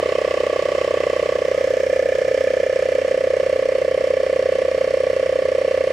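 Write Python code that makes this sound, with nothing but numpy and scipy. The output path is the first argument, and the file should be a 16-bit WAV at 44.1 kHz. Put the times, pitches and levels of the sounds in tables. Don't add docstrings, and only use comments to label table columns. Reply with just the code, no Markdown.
import sys
import numpy as np
from scipy import signal
from scipy.fft import rfft, irfft
from scipy.io import wavfile
from scipy.ndimage import uniform_filter1d

SR = 44100
rng = np.random.default_rng(int(sys.argv[2]) if len(sys.argv) > 2 else 0)


def unload_audio(sound):
    columns = np.transpose(np.atleast_2d(sound))
    steps = np.round(np.clip(columns, -1, 1) * 32767)
    wavfile.write(sys.argv[1], SR, steps.astype(np.int16))


N = 261072
T = np.arange(N) / SR
FREQS = np.fft.rfftfreq(N, 1 / SR)
GEAR_TEETH, PINION_TEETH = 60, 11



def undb(db):
    return 10 ** (np.asarray(db) / 20)


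def level(x, db=0):
    rms = np.sqrt(np.mean(x ** 2) + 1e-18)
    return x * undb(db) / rms


def curves(table):
    seconds, *columns = np.transpose(table)
    return [np.interp(T, seconds, column) for column in columns]


def over_hz(points):
    hz, value = np.transpose(points)
    return np.interp(np.log(FREQS + 1), np.log(hz), value)


def shape(x, gain):
    return irfft(rfft(x) * gain, N)


def resonate(x, hz, width):
    return signal.lfilter(*signal.iirpeak(hz, hz / width, fs=SR), x)


def pan(x, db):
    left = undb(db / 2) * np.ones(N)
    right = undb(-db / 2) * np.ones(N)
    return x * np.array([left, right])


def walk(rate):
    hold = int(SR / rate)
    steps = np.repeat(rng.standard_normal(N // hold + 2), hold)
    smooth = uniform_filter1d(uniform_filter1d(steps, hold), hold)
    return 1.35 * smooth[:N]


def taps(turn, angles, sizes, scatter_db, jitter_s):
    chance = rng.standard_normal((int(turn[-1]) + 1, len(angles), 2))
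    at_turn = np.arange(len(chance))[:, None] + angles
    seconds = np.interp(at_turn, turn, T, left=-1, right=-1) + jitter_s * chance[..., 0]
    index = (seconds * SR).astype(int)
    heights = sizes * undb(scatter_db * chance[..., 1])
    inside = (index >= 0) & (index < N)
    return np.bincount(index[inside], heights[inside], N)


def clear_of_lid(place):
    lid_end, blur = 0.76, .08
    return .5 + .5 * np.tanh((place - lid_end) / (2 * blur))


def in_beam(place):
    middle, half_width = 1.126, 0.27
    return np.exp(-((place - middle) / half_width) ** 2)


def reed(turn, rate, open_s=0.0095, start_hz=479, end_hz=597, skew=0.82, steep=1.29,
         beat_db=0.5, beat_turn=0.39, beat_lead_s=.00006, beat_stretch=0.054, scatter_db=0.4):
    stroke = turn.astype(int)
    size, length, pitch, delay = rng.standard_normal((stroke[-1] + 1, 4))[stroke].T
    motor = 2 * np.pi * (stroke * GEAR_TEETH / PINION_TEETH + beat_turn)
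    push = np.cos(motor)
    age_s = (turn - stroke) / rate + beat_lead_s * np.cos(motor - 1.2) + .000025 * delay
    span_s = open_s * (1 + beat_stretch * push + 0.019 * length)
    u = np.clip(age_s / span_s, 0, 1)
    cycles = span_s * (1 + .006 * pitch) * (start_hz * u + (end_hz - start_hz) * u ** 2 / 2)
    swing = np.abs(np.sin(np.pi * u ** skew)) ** steep
    swing = swing * undb(beat_db * push + scatter_db * size)
    flutter = -np.sin(2 * np.pi * cycles)
    contact = swing * np.sqrt(u) * np.maximum(flutter, 0) ** 10
    slaps = np.diff(contact, prepend=0)
    return swing * flutter, slaps


def cavity(tone, share, place, ring_hz=523, ring_width=36, boom_hz=513, boom_width=12, boom=0.35,
           lid_hz=350, lid_width=70, lid_db=2):
    ring = share * resonate(tone, ring_hz, ring_width)
    ringing = tone + ring + boom * resonate(tone, boom_hz, boom_width)
    lid = resonate(resonate(tone, lid_hz, lid_width), lid_hz, 2 * lid_width)
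    ringing = ringing + undb(lid_db) * np.maximum(1 - place, 0) * lid
    return ringing / np.sqrt(uniform_filter1d(ringing ** 2, size=SR // 2))


def reed_voice(tone, place):
    clear = clear_of_lid(place)
    ring_share = -0.46 * (1 - clear) + 0.98 * clear
    level_db = -20 + 1.2 * clear
    voice = cavity(tone, ring_share, place) * undb(level_db)
    skewed = 0.21 * np.imag(signal.hilbert(voice)) * np.array([[1], [-1]])
    return pan(voice, -1.5) + skewed


def panels(slaps, place):
    # [f/Hz, width/Hz, left minus right/dB, level over the lid/dB,
    # level beside the case/dB, change in the beam/dB]
    panel_rings = [(1144, 63, -4.5, -35, -42.5, -11), (1759, 50, -5, -44, -44, 7),
                   (2375, 44, -5, -65, -49.5, 6.5)]
    clear, beam, out = clear_of_lid(place), in_beam(place), 0
    for hz, width, lean_db, over_db, beside_db, beam_db in panel_rings:
        ring = resonate(resonate(slaps, hz, width), hz, 6 * width)
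        db = over_db * (1 - clear) + beside_db * clear + beam_db * beam
        out = out + pan(level(ring) * undb(db), lean_db)
    return out


def rattle(turn, place, teeth_db=-8.0, burst=1.16, burst_fade=0.18, ring_s=0.0041, contact_hz=3800):
    # [f/Hz, relative level/dB]
    over_case = [(450, -34), (800, 0), (1450, -8), (2000, -1.5), (2800, -2.5), (3200, -9), (3700, -9),
                 (5000, -11.5), (6000, -30.5), (7200, -17), (10000, -34), (15500, -48)]
    at_edge = [(450, -29), (800, -8), (1450, -6.5), (2000, -3.5), (2400, -4), (2650, -7.5), (3200, -7),
               (3700, -15.5), (5600, -12), (8000, -20.5), (10000, -29.5), (15500, -42.5)]
    by_wheel = [(450, -33), (800, -11.5), (1450, -6.5), (2050, -6.5), (2650, -3.5), (3150, -11),
                (3700, -14), (5000, -14), (6200, -21), (8000, -23), (10000, -28.5), (15500, -53)]
    # [f/Hz, width/Hz, lift over the case/dB, lift at its edge/dB, lift by the wheel/dB]
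    body_lifts = [(1245, 57, -1, 9, -2.5), (2200, 42, -14, 4, 8.5), (2567, 58, 10, -7, -11),
                  (2703, 17, 10, 1, 11), (3064, 100, 12.5, 0.5, 7.5), (4460, 210, 1, 1, 6.5),
                  (5260, 200, 6, -0.5, -11.5), (5420, 200, 0, 5.5, 12.5), (8340, 230, 1.5, 1, 4),
                  (10800, 410, 13, 3, 6.5)]
    # [f/Hz, correlation/1]
    likeness = [(300, 0.62), (1400, 0.48), (2500, 0.51), (4500, 0.49), (6800, 0.63), (12000, -0.2)]
    # [f/Hz, left minus right/dB]
    side_lean = [(300, -5), (1300, -4.5), (2400, -2.5), (4400, -2.5), (8000, 0.5)]

    since = (turn + 0.019) % 1
    force = undb(1.5 * rng.standard_normal(int(turn[-1]) + 2))[(turn + .03).astype(int)]
    load = 1 + force * burst * np.exp(-since / burst_fade) * (1 - np.exp(-since / 0.023))

    strengths = undb(3.5 * rng.standard_normal(GEAR_TEETH))
    angles = (np.arange(GEAR_TEETH) + rng.random(GEAR_TEETH)) / GEAR_TEETH
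    teeth = taps(turn, angles, strengths, scatter_db=2.6, jitter_s=.00005)
    teeth = shape(teeth, 1 / (1 + (FREQS / contact_hz) ** 2))
    body = rng.standard_normal((2, SR // 50)) * np.exp(-T[:SR // 50] / ring_s)
    clatter = signal.fftconvolve(teeth[None], body, axes=1)[:, :N]
    hiss = rng.standard_normal((2, N))
    drive = load * (level(clatter, teeth_db) + hiss)

    alike = np.clip(over_hz(likeness), 0, 1)
    mid = shape(drive[0], np.sqrt(1 + alike))
    side = shape(drive[1], np.sqrt(1 - alike))
    lean_db = over_hz(side_lean) / 2
    ear_gain = undb([lean_db, -lean_db]) / np.sqrt(1 + alike)
    ears = shape(np.array([mid + side, mid - side]), ear_gain)

    out = 0
    for k, colour in enumerate([over_case, at_edge, by_wheel]):
        lifts_db = sum(lift[k] / (1 + (2 * (FREQS - hz) / width) ** 2)
                       for hz, width, *lift in body_lifts)
        coloured = level(shape(ears, undb(over_hz(colour) + lifts_db)))
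        out = out + np.maximum(1 - np.abs(place - k), 0) * coloured
    place_db = -32 - 1.87 * clear_of_lid(place) - 1.22 * place
    return out * undb(.5 * walk(14)) * undb(place_db)


def knocks(turn):
    # [crank angle/turn, f/Hz, width/Hz, level/dB]
    ticks = [(.01, 2060, 399, -51.5), (.135, 2026, 356, -46), (.29, 3100, 300, -59),
             (0.359, 2085, 350, -47.5), (0.792, 1896, 256, -51.5)]
    out = 0
    for angle, hz, width, db in ticks:
        hits = taps(turn, np.array([angle]), 1, scatter_db=2.5, jitter_s=.00006)
        ring = resonate(resonate(hits, hz, width), hz, 2 * width)
        out = out + level(ring, db)
    return pan(out, -3.5)


def rush(turn, place, db=-31.5, swell=0.14, near_db=2):
    # [f/Hz, relative level/dB]
    air_colour = [(150, -23.5), (260, -14), (350, -13.5), (430, 3), (510, 1), (580, 1), (680, -7),
                  (740, -11.5), (820, -23.5), (1100, -29), (1500, -57)]
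    air = rng.standard_normal(N) * (1 + swell * np.cos(2 * np.pi * (turn - .3)))
    coloured = level(shape(air, undb(over_hz(air_colour))), db)
    nearness = undb(near_db * np.maximum(1 - place, 0))
    return pan(coloured * nearness, -1.3)


def spit(turn, place, db=-61, edge_db=3.5, centre_hz=7500, width=6000, fade=0.096):
    since = (turn + 0.029) % 1
    size = undb(2 * rng.standard_normal(int(turn[-1]) + 2))[(turn + .02).astype(int)]
    gate = size * np.exp(-since / fade) * (1 - np.exp(-since / .02))
    jet = resonate(rng.standard_normal((2, N)), centre_hz, width) * gate
    softened = shape(jet, 1 / (1 + (FREQS / 11000) ** 4))
    nearness = undb(edge_db * np.maximum(1 - np.abs(place - .8), 0))
    return level(softened, db) * nearness


def vent(turn, place, db=-66, centre_hz=13500, width=3500, aim=.93, spread=.22, swell=.5):
    air = rng.standard_normal((2, N)) * (1 + swell * np.cos(2 * np.pi * (turn - .1)))
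    hiss = resonate(resonate(air, centre_hz, width), centre_hz, 2 * width)
    return level(hiss, db) * np.exp(-((place - aim) / spread) ** 2)


def whine(turn, db=-55.5):
    mesh = np.sin(2 * np.pi * GEAR_TEETH * turn + 1.2 * walk(12))
    return pan(level(mesh * undb(2.5 * walk(6)), db), -3)


def background(hum_hz=40.45, rumble_db=-48):
    # [multiple of hum_hz/1, level/dB]
    hum_lines = [(2, -46.5), (3, -59), (4, -56), (7, -48)]
    # [f/Hz, relative level/dB]
    rumble_colour = [(20, -7.5), (45, -2), (70, 1), (100, 1.5), (140, 4), (200, -1), (300, -16.5),
                     (600, -24), (1500, -64)]
    phase = 2 * np.pi * hum_hz * T + 0.039 * walk(1.7)
    hum = sum(level(np.sin(round(k) * phase + rng.uniform(0, 2 * np.pi)), db) for k, db in hum_lines)
    mid, side = shape(rng.standard_normal((2, N)), undb(over_hz(rumble_colour)))
    width = level(side, rumble_db - 18.0) * np.array([[1], [-1]])
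    return hum + level(mid, rumble_db) + width


def scene():
    # [t/s, speed/(strokes per s)]
    crank = [(0, 32.039), (.5, 31.81), (1.1, 31.359), (3, 31.267), (5.92, 31.05)]
    # [t/s, place/1]
    path = [(0, .5), (1.15, 0.57), (1.9, 1.04), (3.7, 1.58), (5.92, 1.7)]
    rate, = curves(crank)
    turn = .146 + np.cumsum(rate) / SR
    place = np.clip(curves(path)[0], 0, 2)
    tone, slaps = reed(turn, rate)
    valve = reed_voice(tone, place) + panels(slaps, place)
    gears = rattle(turn, place) + knocks(turn) + whine(turn)
    air = rush(turn, place) + spit(turn, place) + vent(turn, place)
    return valve + gears + air + background()


def record(dry):
    return signal.sosfilt(signal.ellip(8, .2, 70, 15800, fs=SR, output="sos"), dry)


dry = scene()
out = record(dry)
unload_audio(out)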